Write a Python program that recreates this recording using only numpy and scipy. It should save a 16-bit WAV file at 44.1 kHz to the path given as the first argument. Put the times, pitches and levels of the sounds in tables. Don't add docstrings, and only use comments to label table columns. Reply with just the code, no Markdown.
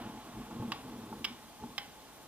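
import sys
import numpy as np
from scipy import signal
from scipy.fft import rfft, irfft
from scipy.io import wavfile
from scipy.ndimage import uniform_filter1d

SR = 44100
rng = np.random.default_rng(int(sys.argv[2]) if len(sys.argv) > 2 else 0)


def field_ratio(decibels):
    return 10 ** (np.asarray(decibels, dtype=float) / 20)


def pcm_store(signal):
    levels = np.round(np.clip(np.atleast_2d(signal), -1, 1) * 32767)
    wavfile.write(sys.argv[1], SR, levels.astype(np.int16).T)


N = 100459
LAG_S = 3 / 44100

# hz, left_minus_right_db
PORT_LEAN = [(100, 0.86), (1650, -0.9), (5000, -0.8), (15000, 1.2)]


def evened(x):
    return x / np.sqrt(np.mean(x ** 2) + 1e-20)


def read(points, hz):
    f, value = np.transpose(points)
    return np.interp(np.log(hz + 1), np.log(f + 1), value)


def over_time(points):
    return np.interp(np.arange(N) / SR, *np.transpose(points))


def add(mix, s, sound):
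    part = mix[round(s * SR):][:len(sound)]
    part += sound[:len(part)]


def shaped(x, spectrum):
    hz = np.fft.rfftfreq(len(x), 1 / SR)
    return irfft(rfft(x) * field_ratio(read(spectrum, hz)), len(x))


def coloured(x, spectrum):
    return evened(shaped(x, spectrum))


def resonate(x, hz, width):
    r = np.exp(-np.pi * width / SR)
    poles = [2, -4 * r * np.cos(2 * np.pi * hz / SR), 2 * r * r]
    return signal.lfilter([1 - r * r, 0, r * r - 1], poles, x)


def ring(modes, rise_s, scatter_db):
    t = np.arange(8000) / SR
    luck = rng.standard_normal((len(modes), 2))
    out = np.zeros(len(t))
    for (hz, db, t60), (level, phase) in zip(modes, luck):
        decay = field_ratio(db + scatter_db * level - 60 * t / t60)
        out += decay * np.sin(2 * np.pi * hz * t + phase / 3)
    return (1 - np.exp(-t / rise_s)) * out


def ports(x, balance):
    hz = np.fft.rfftfreq(N, 1 / SR)
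    half = field_ratio(read(balance, hz) / 2) * np.exp(-1j * np.pi * hz * LAG_S)
    return irfft(rfft(x) * np.array([half, 1 / half]), N)


def switches():
    # start_s, peak_db
    strikes_a = [
        (.7191, -33.5),
        (.7203, -31.5),
        (.7215, -43),
        (.7227, -37),
        (.7245, -36.5),
    ]
    strikes_b = [
        (1.2441, -31.5),
        (1.2450, -33.5),
        (1.2463, -36.5),
        (1.2475, -30),
        (1.2493, -29),
        (1.2510, -35),
        (1.2530, -37),
    ]
    strikes_c = [
        (1.7801, -29.5),
        (1.7814, -31),
        (1.7834, -36),
        (1.7853, -37.5),
        (1.7880, -44),
    ]
    # pitch_hz, level_db, t60_s
    rocker_a = [(870, -32, 0.029), (1118, 3, 0.032), (1480, -3, .012), (2070, -2, 0.0071), (2705, 4, 0.011),
                (2950, 2, 0.015), (3240, -7.5, 0.013), (3540, -26, .01), (4760, -4, 0.027),
                (6350, -20, .01), (14800, -24, 0.0072)]
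    rocker_b = [(1195, -27, 0.089), (1480, -16, 0.008), (1970, -17, 0.0074), (2347, -7, 0.016),
                (2800, 4, 0.02), (2840, -17, 0.016), (2980, -1, 0.016), (3680, -4, 0.016),
                (4800, -6, 0.013), (5080, -8, 0.023), (4290, -12, 0.01), (7600, -16, 0.0088),
                (14300, -14, 0.0092)]
    rocker_c = [(819, -13, 0.19), (1240, -3.5, 0.034), (1690, -7.5, 0.05), (2050, -1, 0.016),
                (2550, -1, 0.013), (3150, 6.5, 0.012), (3540, -11, 0.022), (5110, -6.5, 0.016),
                (7600, -17, 0.009), (11370, -21, 0.0092), (15100, -16, 0.0065)]
    # hz, db_per_hz
    crack_colour = [(600, -10), (1000, -10), (2200, 0), (3500, 1.5), (5100, -13.5), (5800, -17),
                    (14500, -22.5), (16300, -39)]
    rise_s, scatter_db = .0002, 1.5
    crack_db, crack_t60_s = 0.5, .012

    cracks, rings = np.zeros(N), np.zeros(N)
    t = np.arange(2000) / SR
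    for strikes, modes in ((strikes_a, rocker_a), (strikes_b, rocker_b), (strikes_c, rocker_c)):
        for s, db in strikes:
            add(rings, s, field_ratio(db) * ring(modes, rise_s, scatter_db))
            splinter = coloured(rng.standard_normal(len(t)), crack_colour)
            decay = field_ratio(db + crack_db - 60 * t / crack_t60_s)
            add(cracks, s, decay * np.minimum(t / rise_s, 1) * splinter)
    return cracks, rings


def thrown():
    # start_s, level_db
    snaps = [
        (.721, -14.5),
        (1.248, -10),
        (1.782, -11.5),
    ]
    # hz, level_db
    colour = [(600, -12), (900, 1.5), (1700, -3), (2400, 1.5), (3800, 1.5), (4400, -12), (5300, -2),
              (6400, -28)]
    puffs = np.zeros(N)
    for s, db in snaps:
        puffs[round(s * SR)] = field_ratio(db)
    return shaped(puffs, colour)


def room(x):
    # hz, t60_s
    decay = [(700, 0.58), (1500, 0.44), (3000, 0.32), (6000, 0.32), (12000, 0.053)]
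    start_s = .007
    taps = np.zeros((2, 22000))
    at = np.arange(0, 21980, 20) + rng.integers(0, 20, (2, 1099))
    np.put_along_axis(taps, at, rng.choice([-1., 1.], at.shape), 1)
    taps[1] = .8 * np.roll(taps[0], -3) + .6 * taps[1]
    hz, t, z = signal.stft(taps, SR, nperseg=256)
    tail = signal.istft(z * field_ratio(-60 * t / read(decay, hz)[:, None]), SR, nperseg=256)[1]
    tail = np.pad(tail, ((0, 0), (round(start_s * SR), 0)))
    return signal.fftconvolve(x[None], tail / np.linalg.norm(tail[0]), axes=1)[:, :N]


def mount():
    # time_s, effort_db
    motion = [(0.0, -42), (0.23, -54), (0.34, -51), (0.38, -43), (0.46, -51), (0.63, -40), (0.66, -47),
              (0.68, -42), (0.82, -52), (0.85, -47.5), (1.18, -47.5), (1.27, -52.5), (1.32, -49.5),
              (1.37, -60), (1.57, -68), (1.63, -45.5), (1.75, -59), (2.28, -69)]
    # pitch_hz, width_hz, level_db, share_of_effort
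    resonances = [(49, 34, -17.5, 0.33), (117.1, 27.4, -9, 1.19), (227, 46.5, -1.5, 1.16),
                  (316, 38, -9, 1.3), (437.7, 72, -10.5, 1.13), (856, 36, -12, 0.33),
                  (1079, 114, -15, 0.37)]
    # start_s, low_db, high_db
    knocks = [
        (0.372, -38, -67),
        (.508, -50, -38),
        (0.597, -24.5, -47),
        (.621, -29, -36.5),
        (.677, -29.5, -78),
        (1.115, -33, -74),
        (1.125, -59, -34.5),
        (1.622, -33.5, -54),
        (1.635, -31.5, -37),
        (1.702, -39, -48.5),
    ]
    # pitch_hz, level_db, t60_s
    knock_low = [(130, 0.5, 0.027), (235.7, -6.5, .09), (305, -8.5, 0.04), (456, -6, 0.025)]
    knock_high = [(640, -6.5, 0.035), (872, 1.5, 0.059), (1102, -5, 0.04), (1384, -8, 0.034)]
    # pitch_hz, level_db, t60_s
    thump = [(49, -44, .45)]
    slips_per_s, slip_spread_db, rest_db = 900, 3, -46.5

    effort_db = over_time(motion) - rest_db
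    out = np.zeros(N)
    for hz, width, db, share in resonances:
        size = field_ratio(slip_spread_db * np.minimum(rng.exponential(1, N), 4))
        sign = rng.choice([-1., 1.], N)
        slips = size * sign * (rng.random(N) < slips_per_s / SR)
        shake = resonate(resonate(slips, hz, 1.46 * width), hz, 1.46 * width)
        out += field_ratio(rest_db + db + share * effort_db) * evened(shake)
    for s, low_db, high_db in knocks:
        dull = field_ratio(low_db) * ring(knock_low, .005, 1.5)
        bright = field_ratio(high_db) * ring(knock_high, .002, 1.5)
        add(out, s, dull + bright)
    add(out, .365, ring(thump, 0.011, 2.1))
    side = resonate(rng.standard_normal(N), 300, 400) * uniform_filter1d(abs(out), 600)
    return ports(out, PORT_LEAN) + field_ratio(-20) * np.array([side, -side])


def rustle():
    # time_s, level_db
    settling = [(0, -46.5), (.12, -55), (.3, -56), (.52, -56), (.8, -57.5), (1.2, -61.5), (1.6, -76),
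                (2.28, -85)]
    # hz, db_per_hz
    cloth = [(300, -41), (650, 6.5), (1400, -2), (2000, -8.5), (3300, -6.5), (5000, -19.5), (9000, -38)]
    unevenness = evened(uniform_filter1d(rng.standard_normal(N), size=500))
    grain = rng.standard_normal(N) * field_ratio(0.86 * unevenness)
    return field_ratio(over_time(settling)) * coloured(grain, cloth)


def air():
    # hz, db_per_hz
    colour = [(20, -27), (45, -34), (100, -7.5), (300, -6.5), (700, -7), (2000, -15), (6000, -17.5),
              (15300, -22.5)]
    # pitch_hz, width_hz, lift_db
    peaks = [(248, 92, 4.5), (787, 115, 2.5), (3370, 580, 3)]
    # pitch_hz, width_hz, lift_db
    chirr = [(9500, 350, 4), (14100, 400, 5)]
    # hz, likeness
    alike = [(60, .995), (250, 0.59), (700, 0.9), (1650, 1), (4000, 0.44), (8000, 0.22), (15000, 0.1)]
    air_db, hiss_edge_hz = -54.5, 15280
    throb_depth_db, throb_hz = 3.5, 13.5

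    frames, hz = N // 256 + 5, np.fft.rfftfreq(1024, 1 / SR)
    a, b, c, d, patches = rng.standard_normal((frames, 513, 5)).T
    patches = uniform_filter1d(patches, size=12, axis=0)
    patches = evened(uniform_filter1d(patches, size=10, axis=1))

    same = np.clip(read(alike, hz), -1, 1)[:, None]
    left = a + 1j * b
    right = same * left + np.sqrt(1 - same ** 2) * (c + 1j * d)
    right = right * (np.exp(2j * np.pi * hz * LAG_S) / field_ratio(read(PORT_LEAN, hz)))[:, None]

    lift_db = sum(db * np.exp(-((hz - f) / w) ** 2) for f, w, db in peaks)
    wander = evened(uniform_filter1d(rng.standard_normal(frames), size=30))
    t = np.arange(frames) * 256 / SR
    throb = np.sin(2 * np.pi * throb_hz * t + 1.2 * wander) + .4 * wander
    throb_db = sum(np.outer(np.exp(-((hz - f) / w) ** 2), db + throb_depth_db * throb) for f, w, db in chirr)

    level_db = (read(colour, hz) + lift_db)[:, None] + 0.67 * patches + throb_db
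    z = np.array([left, right]) * field_ratio(level_db) * (hz < hiss_edge_hz)[:, None]
    return field_ratio(air_db) * evened(signal.istft(z, nperseg=1024, noverlap=768)[1][:, :N])


def scene():
    # hz, left_minus_right_db
    snap_balance = [(500, 3), (1500, -2), (3000, -4.5), (5000, -10), (8000, -10.5), (15000, 6)]
    snap_band = signal.butter(4, [700, 16200], "band", fs=SR, output="sos")
    cracks, rings = signal.sosfilt(snap_band, switches())
    echo = room(thrown() + field_ratio(-19.5) * cracks + field_ratio(-16) * rings)
    body_edge = signal.butter(8, 12000, fs=SR, output="sos")
    body = signal.sosfilt(body_edge, mount() + ports(rustle(), PORT_LEAN))
    return ports(cracks + rings, snap_balance) + echo + body + air()


def roll_off(x):
    return signal.sosfilt(signal.butter(12, 16360, fs=SR, output="sos"), x)


def record(dry):
    return roll_off(dry)


dry = scene()
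out = record(dry)
pcm_store(out)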